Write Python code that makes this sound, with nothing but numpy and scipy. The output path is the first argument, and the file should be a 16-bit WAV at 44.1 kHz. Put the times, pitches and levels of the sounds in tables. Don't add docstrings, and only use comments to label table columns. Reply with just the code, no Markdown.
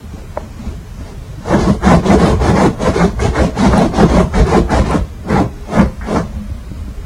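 import sys
import numpy as np
from scipy import signal
from scipy.fft import rfft, irfft, next_fast_len
from scipy.io import wavfile
from scipy.ndimage import uniform_filter1d

SR = 44100
rng = np.random.default_rng(int(sys.argv[2]) if len(sys.argv) > 2 else 0)


def dump_mix(stems):
    frames = np.atleast_2d(stems).T
    limited = np.clip(frames, -1, 1)
    pcm = np.round(limited * 32767).astype(np.int16)
    wavfile.write(sys.argv[1], SR, pcm)


def boost(x):
    u = np.asarray(x, float) / 20
    return 10 ** u


N = 310989
TREBLE_EDGE_HZ = 11000


def rms_one(x):
    return x / np.sqrt(np.mean(x ** 2) + 1e-20)


def low_pass(x, hz):
    return signal.sosfilt(signal.ellip(8, .5, 70, hz, fs=SR, output="sos"), x)


def band_pass(x, order, low_hz, high_hz):
    return signal.sosfilt(signal.butter(order, [low_hz, high_hz], "band", fs=SR, output="sos"), x)


def high_pass(x, order, hz):
    return signal.sosfilt(signal.butter(order, hz, "high", fs=SR, output="sos"), x)


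def drift(rate):
    r = np.exp(-80 * np.pi * rate / SR)
    noise = rng.standard_normal(N // 40 + 2002)
    slow = signal.lfilter([1], [1, -2 * r, r * r], noise)[2000:]
    return np.interp(np.arange(N) / 40, np.arange(len(slow)), rms_one(slow))


def ring(x, hz, t60):
    r, w = boost(-60 / (t60 * SR)), 2 * np.pi * hz / SR
    return signal.lfilter([0, np.sin(w)], [1, -2 * r * np.cos(w), r * r], x + 1e-18)


def bed_mode(x, hz, width_hz, level_db):
    return boost(level_db) * rms_one(ring(x, hz, t60=np.log(1000) / np.pi / width_hz))


def moving_ring(x, centre_hz, width_hz):
    out, state, r = np.zeros(N), np.zeros(2), np.exp(-np.pi * width_hz / SR)
    gain = [(1 - r * r) / 2, 0, (r * r - 1) / 2]
    for i in range(0, N, 400):
        poles = [1, -2 * r * np.cos(2 * np.pi * centre_hz[i] / SR), r * r]
        out[i:i + 400], state = signal.lfilter(gain, poles, x[i:i + 400], zi=state)
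    return out


def slips(per_s, spread_db):
    heights = boost(spread_db * np.minimum(rng.exponential(1, (2, N)), 4))
    signs = rng.choice([-1, 1], (2, N))
    return rms_one(heights * signs * (rng.random((2, N)) < per_s / SR))


def coloured(pair, spectrum, patchy_db, patch_rate):
    hz, db = np.transpose(spectrum)
    edges = np.geomspace(hz[0], hz[-1], round(3 * np.log2(hz[-1] / hz[0])) + 1)
    out = np.zeros(N)
    for k, (low, high) in enumerate(zip(edges, edges[1:])):
        level_db = np.interp(np.log(low * high) / 2, np.log(hz), db)
        flicker = drift(patch_rate)
        if level_db > -60 and low > 17:
            out += band_pass(pair[k % 2], 2, low, high) * boost(level_db + patchy_db * flicker)
    return rms_one(out)


def blows(rows):
    s, db = np.transpose(rows)
    clicks = np.zeros(N)
    clicks[np.round(s * SR).astype(int)] = boost(db)
    return clicks


def slopes(s, rise, fall):
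    after = np.arange(0, N / SR + .01, .005) - np.asarray(s)[:, None]
    return np.minimum(rise * after, -fall * after)


def peaks(rows, rise, fall, gain_db):
    s, db = np.transpose(rows)
    return (db + gain_db)[:, None] + slopes(s, rise, fall)


def joined(*rows_db, idle_db):
    power = np.sum(boost(2 * np.vstack(rows_db)), axis=0) + boost(2 * idle_db)
    return np.interp(np.arange(N) / SR, np.arange(len(power)) * .005, 10 * np.log10(power))


# pitch_hz [Hz], level_db [dB per Hz]
ROOM_RUMBLE = [(13, -33), (22, 0), (49, 2), (76, -1.5), (215, -11), (489, -30), (661, -27), (779, -43),
               (970, -27), (5030, -42.5), (6440, -41.5), (15500, -51.5)]


def room_hush():
    return boost(-28.5) * coloured(rng.standard_normal((2, N)), ROOM_RUMBLE, patchy_db=.7, patch_rate=5.)


def microphone_hiss():
    return boost(-52) * high_pass(rng.standard_normal(N), 4, 10500)


# start_s [s], level_db [dB peak]
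PAW_STEPS = [
    (0.137, -24),
    (1.009, -23),
    (1.382, -25),
    (6.5, -25.5),
    (6.715, -20),
    (6.881, -22),
]


def pats():
    soft = signal.sosfilt(signal.butter(2, 500, fs=SR, output="sos"), blows(PAW_STEPS))
    return 1.2 * ring(soft, hz=194, t60=0.075) + 1.04 * ring(soft, hz=286, t60=0.065)


# start_s [s], firmest_after_s [s], lifted_after_s [s], speed_db [dB], pressure_db [dB]
DIG_STROKES = [(1.518, 0.011, 0.054, -34.4, -11), (1.593, 0.027, 0.13, -32.5, -15.5),
               (1.847, 0.058, 0.096, -28.0, -7.5), (2.062, 0.065, 0.079, -30.0, -9.5),
               (2.198, 0.059, 0.116, -29.0, -9.9), (2.42, 0.066, 0.084, -30.5, -10.5),
               (2.559, 0.068, 0.099, -29.5, -9), (2.816, 0.071, 0.058, -30.0, -11.0),
               (2.945, 0.07, 0.103, -31, -12), (3.209, 0.068, 0.051, -30, -14.5),
               (3.355, 0.044, 0.1, -32.0, -12), (3.577, 0.088, 0.091, -28.5, -11),
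               (3.713, 0.073, 0.14, -32, -10.5), (3.952, 0.06, 0.075, -29.8, -10.1),
               (4.097, 0.076, 0.11, -30.5, -10.5), (4.35, 0.05, 0.05, -30.5, -14),
               (4.47, 0.075, 0.11, -31, -11.4), (4.713, 0.044, 0.076, -30.2, -12),
               (4.858, 0.106, 0.086, -32.5, -11), (5.3, 0.068, 0.1, -36, -10.5)]
# start_s [s], firmest_after_s [s], lifted_after_s [s], speed_db [dB],
# pressure_db [dB]
SLOW_DRAGS = [
    (0.603, 0.08, 0.124, -48, -35.5),
    (0.997, 0.092, 0.129, -50, -35.5),
    (1.486, 0.037, 0.012, -36.5, -17),
    (5.735, 0.072, 0.073, -33.5, -11),
    (6.101, 0.066, 0.077, -35, -12.5),
    (6.33, 0.032, 0.06, -59, -38.5),
    (0.14, 0.04, 0.074, -52, -38),
    (0.375, 0.008, 0.045, -51, -34),
    (1.235, 0.03, 0.06, -58, -41),
]


def strokes(answer, press_share, gain_db):
    lag, dig, drag, swell, sag, release = answer
    s, firmest, lifted, speed_db, press_db = np.transpose(DIG_STROKES + SLOW_DRAGS)
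    landing = np.repeat([dig, drag], [len(DIG_STROKES), len(SLOW_DRAGS)])[:, None]
    db = gain_db + speed_db + press_share * (press_db - speed_db)
    s = s + lag
    shape = slopes(s, landing, 0) + slopes(s + firmest, swell, sag) + slopes(s + lifted, 0, release)
    return db[:, None] + shape


# pitch_hz [Hz], level_db [dB per Hz]
FIBRE_SPECTRUM = [(1350, -7), (2300, 1), (2520, -3.5), (3320, -4.5), (4350, -2), (5270, -6.5), (5920, -3),
                  (7510, -11), (9590, -14.5), (10700, -16), (13900, -34), (22000, -120)]
# lag_s [s], then dig landing, drag landing, swell, sag, release [dB per s]
FIBRE_RESPONSE = (0.0031, 525, 174, 36, 36, 208)


def fibres():
    level_db = joined(strokes(FIBRE_RESPONSE, press_share=0, gain_db=2.5), idle_db=-52.5)
    grain = slips(per_s=9000., spread_db=2.5)
    hiss = low_pass(coloured(grain, FIBRE_SPECTRUM, patchy_db=1.5, patch_rate=10.0), TREBLE_EDGE_HZ)
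    trace = band_pass(grain[1], 3, 10800, 13200)
    return boost(level_db) * (hiss + boost(-24.5) * trace)


# pitch_hz [Hz], level_db [dB per Hz]
CLAW_SPECTRUM = [(350, -11), (600, -1.5), (666, -12), (712, 0.5), (922, -6), (1090, -7.5), (2030, -16),
                 (2600, -44.5), (3380, -48), (5720, -120)]


def claws(level_db):
    jumps = slips(per_s=4000., spread_db=2.0) * boost(1.2 * drift(40.))
    return boost(level_db) * low_pass(coloured(jumps, CLAW_SPECTRUM, patchy_db=2.5, patch_rate=12.4), 2400)


# lag_s [s], then dig landing, drag landing, swell, sag, release [dB per s]
COVER_RESPONSE = (0.0027, 350, 220, 59, 15, 243)


def cover_presses():
    return strokes(COVER_RESPONSE, press_share=1, gain_db=1.5)


# pitch_hz [Hz], level_db [dB per Hz]
COVER_SPECTRUM = [(65, -13.5), (110, -10), (193, 1.5), (279, -5.5), (440, -11), (482, -10), (618, -12.5),
                  (800, -20.5), (1040, -17), (1760, -120)]
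# pitch_hz [Hz], width_hz [Hz], level_db [dB]
BED_RESONANCES = [(63.8, 6.4, -11.5), (205.2, 7.3, -15), (339.5, 9.5, -20), (450.2, 24.6, -3.5),
                  (610, 82, -16)]


def cover(level_db, taut_hz):
    snags = slips(per_s=2000., spread_db=2.5) * boost(level_db + 1.74 * drift(37.0))
    strength = np.sqrt(np.mean(boost(level_db) ** 2))
    shaken = coloured(snags, COVER_SPECTRUM, patchy_db=2.5, patch_rate=6.5)
    modes = sum(bed_mode(snags[0], *row) for row in BED_RESONANCES[1:])
    cloth = rms_one(moving_ring(snags[1], taut_hz, width_hz=62.0))
    return strength * rms_one(shaken + 0.55 * modes + 0.34 * cloth)


# start_s [s], level_db [dB peak]
KNOCK_TOUCHES = [
    (0.3706, -22),
    (0.3722, -24),
    (0.3737, -5),
]
# pitch_hz [Hz], level_db [dB], t60_s [s]
KNOCK_RINGS = [(610, 6.5, 0.028), (940, 0.5, 0.023), (1710, -13, .012), (2150, -18, 0.015),
               (1310, -17, 0.012), (816, 4.5, 0.022)]


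def knock():
    soft = low_pass(high_pass(-blows(KNOCK_TOUCHES), 3, 350), 2260)
    return sum(boost(db - 8.5) * ring(soft, hz, t60) for hz, db, t60 in KNOCK_RINGS)


# start_s [s], end_s [s], pitch_hz [Hz], level_db [dB]
SPRING_HUMS = [
    (0.63, 0.77, 410, -44),
    (5.44, 5.66, 410, -42),
    (5.5, 5.6, 208, -38),
    (6.26, 6.5, 210, -32),
    (6.95, 7.05, 405, -45),
]


def spring():
    t, out = np.arange(N) / SR, np.zeros(N)
    for start, end, hz, db in SPRING_HUMS:
        swell = np.clip(np.minimum(t - start, end - t) / .03, 0, 1) * boost(db + 2 * drift(8.))
        turns = np.cumsum(hz * (1 + 0.0046 * drift(6.2))) / SR
        out += np.sqrt(2) * swell * np.sin(2 * np.pi * turns)
    return out


# start_s [s], level_db [dB]
WEIGHT_DROPS = [(0.676, -18.2), (1.011, -28.5), (1.283, -24), (1.633, -13.5), (1.719, -13.4),
                (1.964, -10.5), (2.141, -14), (2.231, -20), (2.358, -10), (2.499, -13), (2.875, -15.0),
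                (3.057, -19), (3.261, -12.2), (3.406, -12), (3.683, -12), (3.905, -16.1), (4.036, -13.2),
                (4.236, -15.5), (4.413, -9.9), (4.603, -14), (4.807, -12), (5.016, -16), (5.401, -15.1),
                (5.846, -17.5), (6.032, -26.5), (6.209, -20.5), (6.349, -22.5), (6.522, -23.5),
                (6.803, -21), (7.039, -29)]


def pushes():
    return peaks(WEIGHT_DROPS, rise=168, fall=155, gain_db=1.45)


# pitch_hz [Hz], level_db [dB per Hz]
MATTRESS_SPECTRUM = [(13, -36), (22, -5), (54, 11), (129, 2.5), (170, -10), (220, 2.5), (370, -120)]


def mattress(level_db):
    push = rng.standard_normal((2, N))
    thud = coloured(push, MATTRESS_SPECTRUM, patchy_db=3.0, patch_rate=4.2)
    return boost(level_db) * rms_one(thud + bed_mode(push[0], *BED_RESONANCES[0]))


# start_s [s], level_db [dB]
CLAW_TUGS = [(1.542, -16), (1.914, -12), (2.113, -11), (2.218, -14.9), (2.494, -13.5), (2.571, -14),
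             (2.635, -14), (2.88, -17), (3.007, -11.5), (3.651, -13.3), (3.732, -17.5), (4.0, -9.5),
             (4.181, -16), (4.395, -16), (4.544, -13), (4.785, -18), (5.37, -15), (5.796, -11.1),
             (6.163, -15.5)]
# lag_s [s], then dig landing, drag landing, swell, sag, release [dB per s]
CLAW_RESPONSE = (-0.01, 418, 200, 89, 93, 177)


def claw_level():
    tugged = peaks(np.add(CLAW_TUGS, [.006, 0]), rise=400, fall=440, gain_db=-0.16)
    return joined(strokes(CLAW_RESPONSE, press_share=0.87, gain_db=-3.8), tugged, idle_db=-51)


def tautness(claw_db):
    return 328 + 220 * boost(claw_db - claw_db.max()) + 45 * drift(9.1)


# start_s [s], level_db [dB]
COVER_JOLTS = [(1.551, -8), (1.696, -10.5), (1.923, -7.1), (2.145, -5), (2.277, -9.5), (2.522, -10.5),
               (2.662, -7.5), (2.884, -12), (2.971, -11.0), (3.043, -12), (3.261, -11.7), (3.438, -9.5),
               (3.669, -10), (3.823, -7.5), (4.032, -5.4), (4.195, -6.9), (4.395, -10.5), (4.58, -8.5),
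               (4.789, -10), (5.32, -11), (5.388, -8.5), (5.787, -9.4), (6.168, -12)]


def jolts():
    return peaks(COVER_JOLTS, rise=350, fall=450, gain_db=0.1)


# start_s [s], level_db [dB peak]
THREAD_SNAPS = [
    (1.6109, -32),
    (3.2032, -30),
    (3.3574, -37),
    (3.5694, -37),
    (3.7802, -19),
    (4.4679, -34),
    (4.7068, -31),
    (4.9109, -24),
]


def snaps():
    clicks = blows(THREAD_SNAPS)
    tick = ring(clicks, hz=9000, t60=.004) + .7 * ring(clicks, hz=10400, t60=.004)
    return boost(4.5) * band_pass(tick, 3, 8000, 11500)


# start_s [s], level_db [dB peak], dying_s [s]
CLAW_BITES = [(1.834, -17, 0.25), (1.873, -14, 0.25), (2.108, -9, 0.23), (3.193, -10.5, 0.34),
              (3.355, -8.5, 0.19), (3.587, -9.5, 0.23), (3.991, -13, 0.25), (4.338, -10, 0.28),
              (4.692, -12, 0.35), (5.293, -10.5, 0.24), (6.011, -19, 0.53)]


def bites():
    swell, after = np.zeros(N), np.arange(SR // 2) / SR
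    for s, db, dying in CLAW_BITES:
        at = round(s * SR)
        burst = boost(db - 12 - 60 * after / dying) * np.minimum(after / .002, 1)
        swell[at:at + len(after)] += burst[:N - at]
    scuff = high_pass(slips(per_s=6000., spread_db=2.5)[0], 4, 900)
    return swell * rms_one(low_pass(signal.lfilter([.2], [1, -.8], scuff), 2250))


def bedroom(x):
    t60_s, wall_cut_hz = 0.37, 10500
    size = next_fast_len(N + SR)
    hz = np.arange(size // 2 + 1) * SR / size
    lags_s = np.array([17.3, 19.9, 23.1, 26.3, 29.9, 33.7, 37.1, 41.3]) / 1000
    reply = 0
    for k, lag in enumerate(lags_s):
        loop = boost(-60 * lag / t60_s) / (1 + 1j * hz / wall_cut_hz) * np.exp(-2j * np.pi * hz * lag)
        reply = reply + (-1) ** k * loop / (1 - loop)
    return irfft(rfft(x, size) * reply, size)[:N]


def scene():
    pressed = cover_presses()
    cover_db = joined(pressed, jolts(), idle_db=-41)
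    claw_db = claw_level()
    thud_db = joined(pushes(), pressed - 10, idle_db=-33.5)
    on_the_cloth = pats() + fibres() + claws(claw_db) + cover(cover_db, tautness(claw_db))
    near = on_the_cloth + knock() + snaps() + bites()
    echoed = near + boost(-24) * bedroom(near)
    return (room_hush() + microphone_hiss() + echoed + spring() + mattress(thud_db))[None]


def speckle(x, contrast, start_hz, starved, hole_db):
    hz, _, lines = signal.stft(x, SR, nperseg=2048, noverlap=1024)
    local = uniform_filter1d(np.abs(lines) ** 2, size=24, axis=-2)
    ratio = np.abs(lines) ** 2 / (local + 1e-30)
    treble = np.clip(hz / start_hz - .5, 0, 1)[:, None]
    depth = np.where(hz < TREBLE_EDGE_HZ, 1, .2)[:, None]
    thinned = lines * np.minimum(ratio, 5) ** (contrast * depth * (.4 + .6 * treble))
    kept = uniform_filter1d(np.abs(thinned) ** 2, size=24, axis=-2)
    thinned *= np.sqrt(local / (kept + 1e-30))
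    luck = np.repeat(rng.standard_normal(lines.shape)[:, ::5], 5, axis=-2)[:, :len(hz)]
    luck = rms_one(uniform_filter1d(luck, size=5, axis=-1))
    change_db = depth * treble * (1.23 * luck + hole_db * (luck < starved))
    thinned *= boost(change_db - 3.2 * (hz >= TREBLE_EDGE_HZ)[:, None])
    return signal.istft(thinned, SR, nperseg=2048, noverlap=1024)[1][..., :N]


def top_cut(x):
    return signal.sosfilt(signal.butter(12, 16880, fs=SR, output="sos"), x)


def record(dry):
    rounded = dry / (1 + np.abs(dry / 1.15) ** 5) ** .2
    speckled = speckle(rounded, contrast=.36, start_hz=2200., starved=-1.35, hole_db=-30)
    mix = low_pass(speckled, 15800)
    return top_cut(mix)


dry = scene()
out = record(dry)
dump_mix(out)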